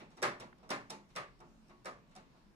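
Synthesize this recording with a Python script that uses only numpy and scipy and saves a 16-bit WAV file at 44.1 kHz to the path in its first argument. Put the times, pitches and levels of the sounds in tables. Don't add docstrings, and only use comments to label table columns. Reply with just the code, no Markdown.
import sys
import numpy as np
from scipy import signal
from scipy.io import wavfile

SR = 44100
rng = np.random.default_rng(int(sys.argv[2]) if len(sys.argv) > 2 else 0)


def inscribe(sig):
    pcm = np.round(np.clip(np.atleast_2d(sig).T, -1, 1) * 32767)
    wavfile.write(sys.argv[1], SR, pcm.astype(np.int16))


N = 112454
LEFT_LAG_S = .00029

# (time [s], level [dB], bass [dB], body [dB], bite [dB], treble [dB], snap [dB], graze lead [s],
#  graze [dB], ring centre [Hz], ring boost [dB], thump centre [Hz], thump boost [dB])
TOOTH_CLACKS = [(.2265, -39.5, -2.5, -2.5, 2, -2, -2, 0.0078, -14, 1140, 6, 397, 12),
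                (.7035, -46.5, 1.5, 1.5, 4.5, 0, 2, 0.012, -12.5, 1020, 10, 251, 18.5),
                (1.1610, -53.5, 1.5, 2.5, 9, 1.5, 4.5, 0.0081, -9, 1178, 15.5, 146, 14.5),
                (1.8560, -54.5, 2.5, 3, 0.5, -1, 0, 0.0099, -9, 1210, 10.5, 650, -1)]
PALLET_TICKS = [(.001, -65.5, 5.5, 1, 6.5, -8, -15, .008, 2.5, 1000, -33, 560, -4),
                (.112, -77, 3, 1, 3.5, -2, -24, 0.0083, 1, 880, 2, 218, 7),
                (.173, -62.5, 5.5, -4, -1, -10.5, -8, 0.0043, -9, 1800, 0, 207, -4),
                (.404, -58.5, -2.5, -3.5, 1.5, -6.5, -1.5, 0.0049, 1, 1090, 0.5, 126, 23),
                (.630, -67.5, 2, 0, -4, -16, -15, 0.047, -7.5, 750, 2, 595, 0),
                (.9028, -57.5, -2.5, -1, 3, 1, 9.5, .0045, 0, 883, 10, 207, 12),
                (1.100, -79.5, 16, -14, 5, -0.5, -12, .01, 1, 880, -9, 207, 3),
                (1.403, -63, 3, -4, -7.5, -19, -8, .012, -14, 920, 4.5, 330, 3.5),
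                (1.695, -66, 1.5, -9.5, -2, -14, -13, .012, -9, 1080, 7, 345, 8.5),
                (2.110, -75.5, -8, -10, 0, -6, -7, 0.014, -8, 880, 4, 207, 0),
                (2.162, -65.5, -2, -4.5, 1.5, -4.5, 2.5, 0.01, 2, 776, 16, 190, 12),
                (2.345, -73.5, -7, -10, -17, -22, -20, .008, -20, 1090, 0, 362, 9)]
def escapement():
    clacks = impacts(TOOTH_CLACKS, FRAME_MODES, CLACK_WASH)
    ticks = impacts(PALLET_TICKS, CROSSBAR_MODES, TICK_WASH)
    left, right = clacks + ticks
    index = np.arange(N)
    delayed_left = np.interp(index - np.round(LEFT_LAG_S * SR), index, left)
    return np.array([delayed_left, right])


COLOUR_HZ = (220, 480, 1300, 2500, 5500)
def impacts(rows, modes, spectrum):
    graze_snap_db, dulling_db = -3, -4.5
    out = np.zeros((2, N))
    t = np.arange(int(.7 * SR)) / SR
    for (time_s, db, bass_db, body_db, bite_db, treble_db, snap_db,
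         lead_s, graze_db, ring_hz, ring_db, thump_hz, thump_db) in rows:
        colour = list(zip(COLOUR_HZ, (bass_db, body_db, 0, bite_db, treble_db)))
        dull = list(zip(COLOUR_HZ, (bass_db, body_db, 0, bite_db + dulling_db, treble_db + dulling_db)))
        # (centre [Hz], boost [dB], reach [octaves])
        favoured = [(ring_hz, ring_db, 0.19), (thump_hz, thump_db, 0.41)]
        graze = wash(t, spectrum, dull) + from_db(graze_snap_db) * snap(t)
        landing = wash(t, spectrum, colour) + from_db(snap_db) * snap(t)
        ringing = ring(t - lead_s, modes, colour, favoured)
        add(out, from_db(db + graze_db) * graze, time_s - lead_s)
        add(out, from_db(db) * landing, time_s)
        add(out, from_db(db) * ringing, time_s - lead_s)
    return out


# (frequency [Hz], relative level [dB], T60 [s]).
CONTACT_MODES = [(3734, -3, 0.013), (5384, 1, 0.025), (5970, -10.5, 0.048), (7940, 2, 0.012),
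                 (9000, -5, 0.011), (11500, -51, 0.0074)]
def snap(t):
    modes = sum(from_db(db) * np.sin(2 * np.pi * hz * t + rng.uniform(0, 2 * np.pi)) * decay(t, t60)
                for hz, db, t60 in CONTACT_MODES)
    crack_decay_s = 0.0054
    crack = band_noise(2500, 10200, correlation=0.17, size=len(t)) * np.exp(-t / crack_decay_s)
    return from_db(9) * pan(-2.5) * rise(t, rise_s=0.00052) * (modes + from_db(-4.5) * crack)


# (frequency [Hz], relative level [dB], T60 [s]).
FRAME_MODES = [(123.7, -17, 0.57), (178, -9, 0.28), (222.3, -16.5, 0.38), (275.6, -21.5, 0.62),
               (354.6, -11, 0.46), (395.4, -11, 0.34), (507.5, -0.5, 0.16), (582.4, -2.5, 0.36),
               (632, -0.5, 0.28), (796, 4.5, 0.08), (1051, -1, .27), (1146.5, -1, 0.28), (1210, -5.5, 0.29),
               (1253, 8.5, 0.17), (1346, 1, 0.16), (1615, -8, 0.087), (1782, -2, 0.35), (1897, -2, 0.11),
               (2120, -14, 0.26), (2230, -6, 0.29), (2410, -11, 0.21), (2558, -24, 0.42)]
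# (frequency [Hz], relative level [dB], T60 [s]).
CROSSBAR_MODES = [(117, -15.5, 0.17), (204.4, -5.5, 0.42), (354.4, -3.5, 0.6), (636, 1, 0.39),
                  (741.6, 9, 0.09), (877, 5, 0.22), (985, -5, 0.29), (1113, 3.5, 0.29), (2330, -34, .22),
                  (2620, -13, .2), (3750, 4, .13), (5710, -2, 0.13)]
# (frequency [Hz], rise time [s]).
RING_RISE = [(200, .012), (370, 0.0011), (600, 0.0067), (1150, 0.03), (2500, 0.013), (5000, .002)]
# (frequency [Hz], lead before the landing [s]).
RING_LEAD = [(370, 0.0056), (700, 0.0045), (1200, 0.00056)]
# (frequency [Hz], left minus right level [dB]).
BALANCE = [(150, -.5), (350, -2.5), (700, -1.5), (1300, 1.5), (2600, -0.5), (5000, -0.5), (9000, -6),
           (13000, -10.5)]
def ring(t, modes, colour, favoured):
    lift_db, scatter_db = 1.5, .5
    lag_share = 0.62
    advance_s = LEFT_LAG_S * (1 - lag_share) * np.array([[1], [0]])
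    out = 0
    for hz, db, t60 in modes:
        favour_db = sum(boost * np.exp(-(np.log2(hz / centre) / octaves) ** 2)
                        for centre, boost, octaves in favoured)
        gain = from_db(lift_db + db + favour_db + at_hz(colour, hz) + scatter_db * rng.standard_normal())
        tone = np.sin(2 * np.pi * hz * (t + advance_s) + rng.uniform(0, 2 * np.pi))
        envelope = rise(t + at_hz(RING_LEAD, hz), at_hz(RING_RISE, hz)) * decay(t, t60)
        out = out + gain * pan(at_hz(BALANCE, hz)) * envelope * tone
    return out


BANDS_HZ = 25 * 2 ** (np.arange(29) / 3)
# (frequency [Hz], relative band level [dB]).
CLACK_WASH = [(70, -39), (125, -12.5), (260, -12), (450, -5.5), (850, -0.5), (1300, 1), (2000, -0.5),
              (2900, -9.5), (4100, -5), (5400, -3.5), (7000, -8.5), (9500, -8.5), (14000, -33.5)]
TICK_WASH = [(70, -24), (150, -8), (400, -4), (900, -2), (1250, -2.5), (1650, -10), (2000, -5), (2500, -5),
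             (3150, -9.5), (4000, -4), (6200, -2), (9500, -9), (14000, -30)]
# (frequency [Hz], rise time [s]).
WASH_RISE = [(150, 0.042), (500, 0.0023), (1500, 0.0014), (5000, 0.003)]
# (frequency [Hz], hold time [s]).
WASH_HOLD = [(200, 0.037), (1500, .02), (6000, 0.0013)]
# (frequency [Hz], T60 [s]).
ROOM_T60 = [(120, 0.52), (300, 0.33), (700, 0.3), (1800, 0.3), (5000, 0.26), (13000, 0.21)]
# (frequency [Hz], left-right correlation [-]).
WASH_COHERENCE = [(60, 0.42), (180, 1), (400, 0.87), (800, 0.89), (1400, 0.082), (4000, 0.17),
                  (12000, 0.033)]
def wash(t, spectrum, colour):
    out = 0
    for hz in BANDS_HZ[BANDS_HZ > 70]:
        envelope = rise(t, at_hz(WASH_RISE, hz)) * decay(t - at_hz(WASH_HOLD, hz), at_hz(ROOM_T60, hz))
        gain = from_db(at_hz(spectrum, hz) + at_hz(colour, hz)) * pan(at_hz(BALANCE, hz))
        out = out + gain * envelope * third_octave(hz, WASH_COHERENCE, len(t))
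    return out


def blip():
    time_s, half_width_s = .530, 0.0027
    envelope = np.exp(-((np.arange(N) / SR - time_s) / half_width_s) ** 2)
    return from_db(-54) * envelope * band_noise(755, 1960, correlation=0.32, size=N)


# (frequency [Hz], third-octave level [dB]).
AMBIENT_SPECTRUM = [(22, -72), (31, -82.5), (40, -75), (50, -79.5), (62, -80), (95, -86.5), (130, -77.5),
                    (190, -70.5), (300, -77.5), (480, -83), (1000, -80.5), (1800, -84.5), (3500, -84.5),
                    (6000, -87.5), (10000, -94.5), (15000, -100)]
# (frequency [Hz], left-right correlation [-]).
AMBIENT_COHERENCE = [(40, 0.28), (160, 0.76), (400, 0.56), (1000, 0.033), (8000, 0.033)]
def room_rumble():
    waver_db = 2.2
    out = 0
    for hz in BANDS_HZ:
        knots = rng.standard_normal(size=30)
        waver = np.interp(np.linspace(0, 1, N), np.linspace(0, 1, len(knots)), knots)
        gain = from_db(at_hz(AMBIENT_SPECTRUM, hz) + waver_db * waver)
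        out = out + gain * third_octave(hz, AMBIENT_COHERENCE, N)
    return out


def band_noise(low_hz, high_hz, correlation, size):
    run_in = 4000
    sos = signal.butter(3, [low_hz, high_hz], "band", fs=SR, output="sos")
    mid, side = signal.sosfilt(sos, rng.standard_normal((2, size + run_in)))[:, run_in:]
    stereo = np.sqrt(1 + correlation) * mid + np.sqrt(1 - correlation) * side * [[1], [-1]]
    return stereo / stereo.std()


def third_octave(hz, coherence, size):
    edge_ratio = 2 ** (1 / 6)
    return band_noise(hz / edge_ratio, hz * edge_ratio, at_hz(coherence, hz), size)


def rise(t, rise_s):
    return 1 - np.exp(-np.maximum(t, 0) / rise_s)


def decay(t, t60):
    return np.exp(-np.log(1000) * np.maximum(t, 0) / t60)


def from_db(db):
    return 10 ** (np.asarray(db) / 20)


def at_hz(points, hz):
    freqs, values = np.transpose(points)
    return np.interp(np.log(hz), np.log(freqs), values)


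def pan(db):
    return from_db(np.array([[db], [-db]]) / 2)


def add(out, sound, time_s):
    start = int(round(time_s * SR))
    skip, end = max(-start, 0), min(start + sound.shape[1], N)
    out[:, start + skip:end] += sound[:, skip:end - start]


def scene():
    return escapement() + blip() + room_rumble()


def record(dry):
    cutoff_hz = 15200
    return signal.sosfilt(signal.ellip(10, .1, 70, cutoff_hz, fs=SR, output="sos"), dry)


dry = scene()
out = record(dry)
inscribe(out)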